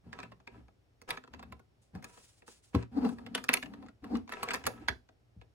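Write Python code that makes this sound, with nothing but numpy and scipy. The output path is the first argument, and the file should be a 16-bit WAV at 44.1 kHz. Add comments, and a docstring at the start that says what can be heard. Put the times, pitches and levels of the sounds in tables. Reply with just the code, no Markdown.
"""Fingers rub and thump a hollow plastic body over a faint hum, while loose bricks click and rattle.
Hands are working the bolt of a model rifle made of plastic bricks, close by in a small quiet room.
Fingertips stick and slip, so the body groans and rumbles. Sliding parts scrape as their edges catch,
the bolt clacks against its stops, and a palm brushes along the barrel with a soft hiss."""
import sys
import numpy as np
from scipy import signal
from scipy.fft import rfft, irfft, next_fast_len
from scipy.io import wavfile
from scipy.ndimage import map_coordinates

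SR = 44100
rng = np.random.default_rng(int(sys.argv[2]) if len(sys.argv) > 2 else 0)


def output_pcm(signal):
    """Save a mono or channel-first signal as 16-bit PCM at the path in sys.argv[1].

    Samples are clipped to [-1, 1] before scaling.
    """
    pcm = np.clip(np.atleast_2d(signal).T, -1, 1) * 32767
    wavfile.write(sys.argv[1], SR, np.round(pcm).astype(np.int16))


N = 244314

# Levels in the tables are relative: the functions scale them further.
# tone of the air noise: f/Hz, level/dB
AIR_TONE = [(25, -27), (48, -23.5), (87, -9.5), (123, -12), (170, -21.5), (400, -24), (800, -30.5),
            (1000, -36), (5400, -45.5), (16000, -60)]
# mains hum: f/Hz, level/dB
HUM_NOTES = [(59.3, -78), (118.6, -79)]
# fingers dragging on the body: start t/s, end t/s, midway level/dB, swell/dB, groan f/Hz
FINGER_DRAGS = [(0.038, 0.318, -60, -7.5, 200), (0.515, 0.617, -59, -11.5, 250),
                (1.304, 1.564, -61.5, -8, 225), (1.932, 1.99, -45.5, 0, 180), (2.912, 2.989, -39, 11, 244),
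                (2.996, 3.076, -31.5, 0.5, 240.3), (3.089, 3.12, -40, -3.5, 250),
                (3.144, 3.43, -52.5, 1, 238), (3.632, 3.863, -52.5, -7.5, 262),
                (4.02, 4.078, -43.5, 6, 255), (4.085, 4.12, -39, 1, 240), (4.126, 4.189, -38.5, -2, 254),
                (4.568, 4.84, -58, 11, 265)]
# how the hollow body rings: f/Hz, width/Hz, knocked level/dB, rubbed level/dB
BODY_RINGS = [(255.3, 33, 3.5, -12.5), (385, 18, 0, -12.5), (475.8, 53, -1.5, -15), (647.6, 42, -6, -20.5),
              (758, 92, -4.5, -16.5)]
# how the whole model booms against the hands: f/Hz, width/Hz, level/dB
BOOM_RINGS = [(66.5, 18, 0.5), (117.7, 7.4, 0), (185, 38, -8.5)]
# how the bricks ring: f/Hz, width/Hz, level/dB
BRICK_RINGS = [(967, 33, 6), (1300, 31, 4.5), (1677, 93, -3), (2610, 83, 2.5), (3470, 260, -4),
               (3728, 110, 2), (4500, 1600, 1), (7000, 1400, 5), (10650, 420, -2)]
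# tone of the rough scraping hiss: f/Hz, level/dB
GRIT_TONE = [(400, 6), (900, -4), (2300, 2), (3600, -10), (7500, -12.5), (16000, -37.5)]
# soft blows of the hands: t/s, level/dB, extra level/dB for the hollow ring
HAND_BLOWS = [(0.065, -48.5, 11), (1.518, -44.5, 0), (1.95, -40, 6), (2.746, -22, 13.5),
              (2.756, -24.5, 17.5), (4.645, -40.5, -2), (4.891, -36.5, 1), (5.364, -42.5, -31.5)]
# bricks sliding on bricks: start t/s, end t/s, midway level/dB, swell/dB
BRICK_SLIDES = [(0.12, 0.26, -62, -2), (0.48, 0.59, -68, -1), (1.075, 1.15, -43, -13),
                (2.02, 2.2, -63.5, -9), (2.728, 2.83, -49, -11), (3.495, 3.57, -47.5, -3.5),
                (4.29, 4.56, -49, 1.5), (4.57, 4.87, -60.5, -5)]
# loose bricks tapping: t/s, clack level/dB, clack f/Hz, snap level/dB above the clack
BRICK_TAPS = [(0.1292, -32.5, 1480, -18), (0.189, -33, 1320, -20), (0.2012, -37, 1500, -32),
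              (0.2304, -34, 1510, -13), (0.319, -42, 1090, -16), (0.401, -54.5, 1230, -24),
              (0.4738, -35.5, 1670, -17), (0.682, -56, 1530, -21), (1.016, -47, 1340, 1),
              (1.09, -36.5, 1000, -2.5), (1.1727, -31, 1470, -17), (1.2385, -43.5, 1440, -42),
              (1.276, -46.5, 1375, -17), (1.3368, -36, 1400, -13), (1.3936, -40, 1240, -37.5),
              (1.4274, -37.5, 1430, -11.5), (1.523, -36.5, 1360, -10.5), (1.5939, -52, 1260, -6),
              (1.951, -42.5, 1540, -5.5), (2.0246, -45.5, 1720, -3), (2.0423, -35.5, 1220, 1),
              (2.174, -48, 1580, -21), (2.421, -51.5, 1550, -11), (2.4792, -42, 1346, -5),
              (2.749, -22, 725, -13), (2.826, -40, 1420, -36), (3.0491, -32.5, 1264, -10),
              (3.09, -35.5, 1100, -7), (3.185, -40.5, 1280, -12), (3.2636, -37, 1700, -15),
              (3.3777, -28.5, 1720, -9), (3.44, -33, 1520, 1), (3.5319, -24.5, 1840, 4),
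              (3.571, -25.5, 2700, -16), (3.6263, -27, 1794, -13), (3.659, -40, 1710, -22.5),
              (3.7368, -40, 1340, -10), (3.8255, -44.5, 1165, -16), (3.863, -49, 1380, -37),
              (3.885, -44, 1500, -29), (4.0418, -38, 1320, -10.5), (4.1534, -30.5, 1380, -20),
              (4.1694, -44, 1130, -0.5), (4.277, -43.5, 1570, -20.5), (4.293, -34.5, 1300, -9.5),
              (4.3218, -27.5, 1530, -6), (4.336, -30, 1510, -26), (4.4866, -24, 1380, -14),
              (4.5068, -22.5, 1750, -24), (4.5131, -26, 1840, -13), (4.5349, -26.5, 1290, 0.5),
              (4.5402, -25, 1400, 0), (4.5462, -25, 1746, -22.5), (4.5579, -34, 1593, -2.5),
              (4.639, -35.5, 1730, -29.5), (4.654, -35, 2010, -29), (4.676, -28, 1462, -18),
              (5.0889, -52.5, 1703, -40.5), (5.4138, -48.5, 1710, -16)]
# the bolt hitting a catch or its stop:
# t/s, clack level/dB, main note f/Hz, second note f/Hz, snap level/dB above the clack, knock level/dB
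BOLT_HITS = [(1.105, -20, 2050, 2614, -6.5, -42), (3.349, -17.5, 2888, 1894, -13.5, -26),
             (3.4899, -11, 1629, 2590, -13.5, -18.5), (3.5376, -11.5, 2610, 2020, 0, -25),
             (4.4302, -20.5, 810, 2430, -7, -31.5), (4.6663, -18.5, 1390, 1905, 1, -18.5),
             (4.8839, -14, 1680, 947, -16.5, -24.5)]
# palm sweeping along the barrel: start t/s, end t/s, midway level/dB, swell/dB
PALM_SWEEPS = [(1.815, 1.835, -64.5, -15), (2.03, 2.24, -64.5, 5.5), (2.24, 2.4, -71, -2),
               (2.46, 2.53, -59.5, 1), (2.62, 2.69, -67.5, -13), (3.04, 3.11, -65.5, 7.5)]
# tone of the soft brushing hiss, brightest near 7 kHz: f/Hz, level/dB
BRUSH_TONE = [(500, -12), (1500, -7.5), (3500, -4.5), (7300, 1), (10300, -5.5), (12000, -24),
              (16000, -12.5)]
# how long the room rings: f/Hz, t/s to fade by 60 dB
ROOM_FADE = [(100, 0.24), (500, 0.21), (2500, 0.16), (12000, 0.29)]
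# stereo width of the microphone pair: f/Hz, side level/dB (side is left minus right)
STEREO_WIDTH = [(100, -8), (500, -1.5), (2500, 1.5), (5000, -1), (8500, -10.5), (11300, 11.5), (14000, 0.5)]

FIRM_DB = -37  # a finger drag at this level counts as firm
GRAZE_S = .007  # parts touch this long before they hit


def amp(db):
    """Turn decibels into a gain."""
    return 10 ** (np.asarray(db) / 20)


def unit(x):
    """Scale a sound to an average (rms) level of 1."""
    return x / np.sqrt(np.mean(x ** 2) + 1e-20)


def burst(x):
    """Give a short sound the energy of 10 ms at level 1."""
    return unit(x) * np.sqrt(SR / 100 / x.shape[-1])


def along(points, hz):
    """Read between (f/Hz, value) points, spaced by pitch."""
    f, values = np.transpose(points)
    return np.interp(np.log(hz + 1), np.log(f), values)


def wobble(rate):
    """A smooth random curve through rate points a second."""
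    points = rng.standard_normal(int(N * rate / SR) + 4)
    return map_coordinates(points, [np.arange(N) * rate / SR])


def filtered(x, response):
    """Multiply each frequency in x by response(hz)."""
    n = x.shape[-1]
    padded = next_fast_len(n + SR // 4)
    return irfft(rfft(x, padded) * response(np.fft.rfftfreq(padded, 1 / SR)), padded)[..., :n]


def resonate(x, rings):
    """Make x ring at each row of f/Hz, width/Hz, level/dB; further columns are ignored."""
    return sum((-1) ** k * amp(db) * signal.lfilter(*signal.iirpeak(hz, hz / width, SR), x)
               for k, (hz, width, db, *_) in enumerate(rings))


def band(x, kind, hz):
    """Keep what is below ("low") or above ("high") hz."""
    return signal.sosfilt(signal.butter(4, hz, kind, fs=SR, output="sos"), x)


def stereo_noise(n, side_db):
    """Left and right noise; more side_db makes it wider."""
    mid, side = rng.standard_normal((2, n))
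    return np.array([mid + amp(side_db) * side, mid - amp(side_db) * side])


def hiss(tone, side_db):
    """Stereo noise shaped by a tone table, at level 1."""
    return unit(filtered(stereo_noise(N, side_db), lambda hz: amp(along(tone, hz))))


def add(track, s, sound):
    """Mix a sound into the track at s seconds."""
    part = track[:, round(s * SR):][:, :sound.shape[-1]]
    part += sound[..., :part.shape[-1]]


def strokes(rows, attack_s=0.026, release_s=0.016):
    """Loudness over time: each stroke gets going, presses harder or eases off, then dies away."""
    t, gain = np.arange(N) / SR, np.zeros(N)
    for start, end, db, swell_db, *_ in rows:
        progress = np.clip((t - start) / (end - start), 0, 1)
        attack = np.clip((t - start) / attack_s, 0, 1)
        release = np.exp(-np.maximum(t - end, 0) / release_s)
        gain += amp(db + swell_db * (progress - .5)) * attack * release
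    return gain


def pressure():
    """How hard the fingers drag: 1 for a firm drag."""
    return strokes(FINGER_DRAGS) / amp(FIRM_DB)


def background():
    """Air noise, mains hum and a thin electrical whine."""
    t = np.arange(N) / SR
    hum = sum(amp(db + wobble(6.8)) * np.sqrt(2) * np.sin(2 * np.pi * hz * t) for hz, db in HUM_NOTES)
    whine = unit(resonate(stereo_noise(N, side_db=4), [(5460, 75, 0)]))
    return amp(-68.5) * hiss(AIR_TONE, side_db=0.5) + hum + amp(-96.5) * whine


def finger_judder():
    """Fingertips stick and slip on the hollow body: a light drag mutters, a firm one groans."""
    t, out = np.arange(N) / SR, np.zeros((2, N))
    drift = t + 0.05985 * np.cumsum(wobble(70)) / SR  # the pitch wanders by about 6%
    slips = unit(band(stereo_noise(N, side_db=-5.5), "low", 42))  # uneven slips blur the pitch
    rubbed_rings = [(hz, width, db) for hz, width, _, db in BODY_RINGS]
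    burr = unit(band(resonate(stereo_noise(N, side_db=-1), rubbed_rings), "low", 1700))
    rasp = unit(resonate(stereo_noise(N, side_db=-9), [(4500, 950, 0)]))
    for drag in FINGER_DRAGS:
        _, _, db, _, hz = drag
        tone_share = 1 / (1 + amp(FIRM_DB - db) / 2)
        phase = 2 * np.pi * hz * drift
        groan = np.sqrt(2 * tone_share) * np.sin(phase)
        mutter = np.sqrt(2 - 2 * tone_share) * slips * np.cos(phase)
        out += strokes([drag]) * (groan + mutter + amp(-10) * burr + amp(-31) * rasp)
    flutter = amp(3 * wobble(40))
    return flutter * out


def finger_rumble():
    """Dragging fingers rock the whole model, so it booms quietly."""
    rocking = band(resonate(stereo_noise(N, side_db=-11), BOOM_RINGS), "high", 50)
    return amp(-55) * pressure() ** 0.23 * unit(rocking)


def brick_scrape():
    """Edges and studs catch again and again as parts slide, ringing the bricks and the body."""
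    catches = rng.random(N) < 550 / SR  # about 550 a second
    sizes = amp(4.5 * np.minimum(rng.exponential(size=N), 3))
    t = np.arange(SR // 100) / SR
    fade = amp(-60 * t / .004)
    grains = signal.fftconvolve(catches * sizes, fade)[:N] * stereo_noise(N, side_db=-5)
    ticks = unit(band(band(resonate(grains, BRICK_RINGS), "low", 2000), "high", 900))
    hollow = unit(band(resonate(grains, BODY_RINGS[1:]), "low", 1000))
    chafing = amp(-60.5) * pressure() ** 0.62  # finger drags make the bricks chafe too
    sliding = strokes(BRICK_SLIDES) + chafing
    return sliding * unit(ticks + amp(-2) * hollow + amp(-2.5) * hiss(GRIT_TONE, side_db=-2.5))


def hand_thumps():
    """A soft hand shoves the whole model and makes its hollow ring."""
    out, t = np.zeros((2, N)), np.arange(SR // 4) / SR
    push = t * np.exp(-t / 0.0013)
    hollow = burst(resonate(push, BODY_RINGS))
    for s, db, hollow_db in HAND_BLOWS:
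        grip = np.exp(0.0077 * rng.standard_normal())  # each grip tunes the model a little
        boom = burst(resonate(push, [(hz * grip, width, level) for hz, width, level in BOOM_RINGS]))
        add(out, s, amp(db + 0.5) * boom + amp(db + hollow_db - 16) * hollow)
    return band(out, "high", 79)


def contact(t, rise_s, fade_s, side_db):
    """Two parts touch: a tiny puff of noise that swells and dies."""
    return stereo_noise(len(t), side_db) * (1 - np.exp(-(t / rise_s) ** 2)) * amp(-60 * t / fade_s)


def graze(db):
    """Parts chafe for a moment just before they hit."""
    t = np.arange(SR // 20) / SR
    chafe = contact(t, rise_s=0.0078, fade_s=0.043, side_db=-11)
    return amp(db - 21) * burst(band(resonate(chafe, BRICK_RINGS), "low", 3800))


def bounces(t, gap_s, fall_db, count):
    """A brick lands, then bounces a few times at uneven gaps, dying away."""
    delays = np.r_[0, np.cumsum(gap_s * rng.uniform(.3, 1.7, count))]
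    sizes = amp(-fall_db * np.arange(count + 1)) * np.r_[1, rng.uniform(-1, 1, count)]
    return np.bincount((delays * SR).astype(int), sizes, len(t))[:len(t)]


def plastic_note(t, hz, fade_s=.018):
    """A struck part rings briefly, a little out of step in left and right."""
    phase = rng.uniform(0, 2 * np.pi) + np.array([[0], [rng.uniform(-0.6, 0.67)]])
    rise = 1 - np.exp(-(t / 0.00083) ** 2)
    return burst(np.sin(2 * np.pi * hz * t + phase) * rise * amp(-60 * t / fade_s))


def strike(db, hz, notes, snap_db, stud_hz, knock_db):
    """One hit: a dry clack with short notes, a bright snap with a stud's ring, and a hollow knock."""
    t = np.arange(SR // 10) / SR
    landings = bounces(t, gap_s=.0014, fall_db=1.5, count=6)
    touch = contact(t, rise_s=0.0021, fade_s=0.0031, side_db=-5)
    contacts = signal.fftconvolve(touch, landings[None], axes=1)[:, :len(t)]
    tuning = np.exp(.065 * rng.standard_normal())  # every piece has a size of its own
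    ring = resonate(contacts, [(f * tuning, width, level) for f, width, level in BRICK_RINGS])

    rattle = burst(ring) + amp(-5.5) * burst(band(contacts, "low", 3600))
    broad = resonate(rattle, [(hz, .6 * hz, 0)])
    crisp = burst(filtered(broad, lambda f: f ** 4 / np.hypot(f ** 4, 640 ** 4)))  # bass cut, no delay
    clack = burst(crisp + sum(amp(level) * plastic_note(t, f) for f, level in notes))

    stud = burst(resonate(contacts, [(stud_hz, 1000, 0)]))
    treble = burst(band(contacts, "high", 9100)) + amp(8) * burst(band(ring, "high", 4200))
    snap = burst(treble + amp(1.5) * stud)

    jolt = contact(t, rise_s=0.0045, fade_s=0.018, side_db=1)
    knock = burst(band(resonate(jolt, BODY_RINGS), "low", 1600))
    return amp(-11.5) * (amp(db) * clack + amp(db + snap_db) * snap + amp(knock_db) * knock)


def brick_clicks(ordinary_db=-33):
    """Loose bricks tap each other. The knock grows more slowly than the clack, so soft taps are duller."""
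    out = np.zeros((2, N))
    for s, db, hz, snap_db in BRICK_TAPS:
        notes = [(f, -8.5) for f in hz * rng.uniform(.55, 1.7, 2)]  # f/Hz, level/dB
        knock_db = -36.5 + 0.59 * (db - ordinary_db)
        add(out, s - GRAZE_S, graze(db))
        stud_hz = rng.uniform(7700, 8400)
        add(out, s, strike(db, hz, notes, snap_db, stud_hz, knock_db))
    return out


def bolt_clacks(catch_hz=11160):
    """The bolt grazes its catch, then hits it with two short notes."""
    out = np.zeros((2, N))
    for s, db, main_hz, second_hz, snap_db, knock_db in BOLT_HITS:
        notes = [(main_hz, -7.5), (second_hz, -11.5)]  # f/Hz, level/dB
        add(out, s - GRAZE_S, graze(db))
        add(out, s, strike(db, main_hz, notes, snap_db, catch_hz, knock_db))
    return out


def palm_brush():
    """Dry skin sweeps over smooth plastic: a hiss that flutters with the speed of the palm."""
    flutter = amp(2.4 * wobble(45.33))
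    sweeping = strokes(PALM_SWEEPS, attack_s=0.019, release_s=0.035)
    return flutter * sweeping * hiss(BRUSH_TONE, side_db=-4.5)


def room_echo(x, stretches=14):
    """The table and walls answer after 5 ms; the echo changes as the model moves."""
    echo = np.zeros((2, N))
    for part in np.array_split(np.arange(N), stretches):
        hz, t, spectrum = signal.stft(stereo_noise(SR // 2, side_db=2), SR, nperseg=256)
        fade = amp(-60 * t / along(ROOM_FADE, hz)[:, None])
        tail = signal.istft(spectrum * fade, SR, nperseg=256)[1]
        tail = np.pad(tail / np.linalg.norm(tail[0]), ((0, 0), (SR // 200, 0)))
        # neighbouring stretches fade into each other
        share = np.maximum(1 - np.abs(np.arange(N) - part.mean()) / len(part), 0)
        near = np.flatnonzero(share)
        add(echo, near[0] / SR, signal.fftconvolve((x * share)[:, near], tail, axes=1))
    return filtered(echo, lambda f: amp(along([(200, 0.5), (900, -7.5), (3000, -8.5), (7000, -16)], f)))


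def scene():
    """The model in the room; its body sounds a little to the left."""
    air_and_hum = background()
    body = (hand_thumps() + finger_judder() + finger_rumble()) * amp([[1.5], [-1.5]])
    model = bolt_clacks() + brick_clicks() + brick_scrape() + palm_brush() + body
    return model + room_echo(model) + air_and_hum


def record(dry):
    """Two spaced microphones: the left hears slightly later, and the high treble sounds widest."""
    left_delay_s, top_hz = .00009, 16300
    left = filtered(dry[0], lambda hz: np.exp(-2j * np.pi * hz * left_delay_s))
    mid = (left + dry[1]) / 2
    side = filtered((left - dry[1]) / 2, lambda hz: amp(along(STEREO_WIDTH, hz)))
    return filtered(np.array([mid + side, mid - side]), lambda hz: 1 / (1 + (hz / top_hz) ** 120))


dry = scene()
out = record(dry)
output_pcm(out)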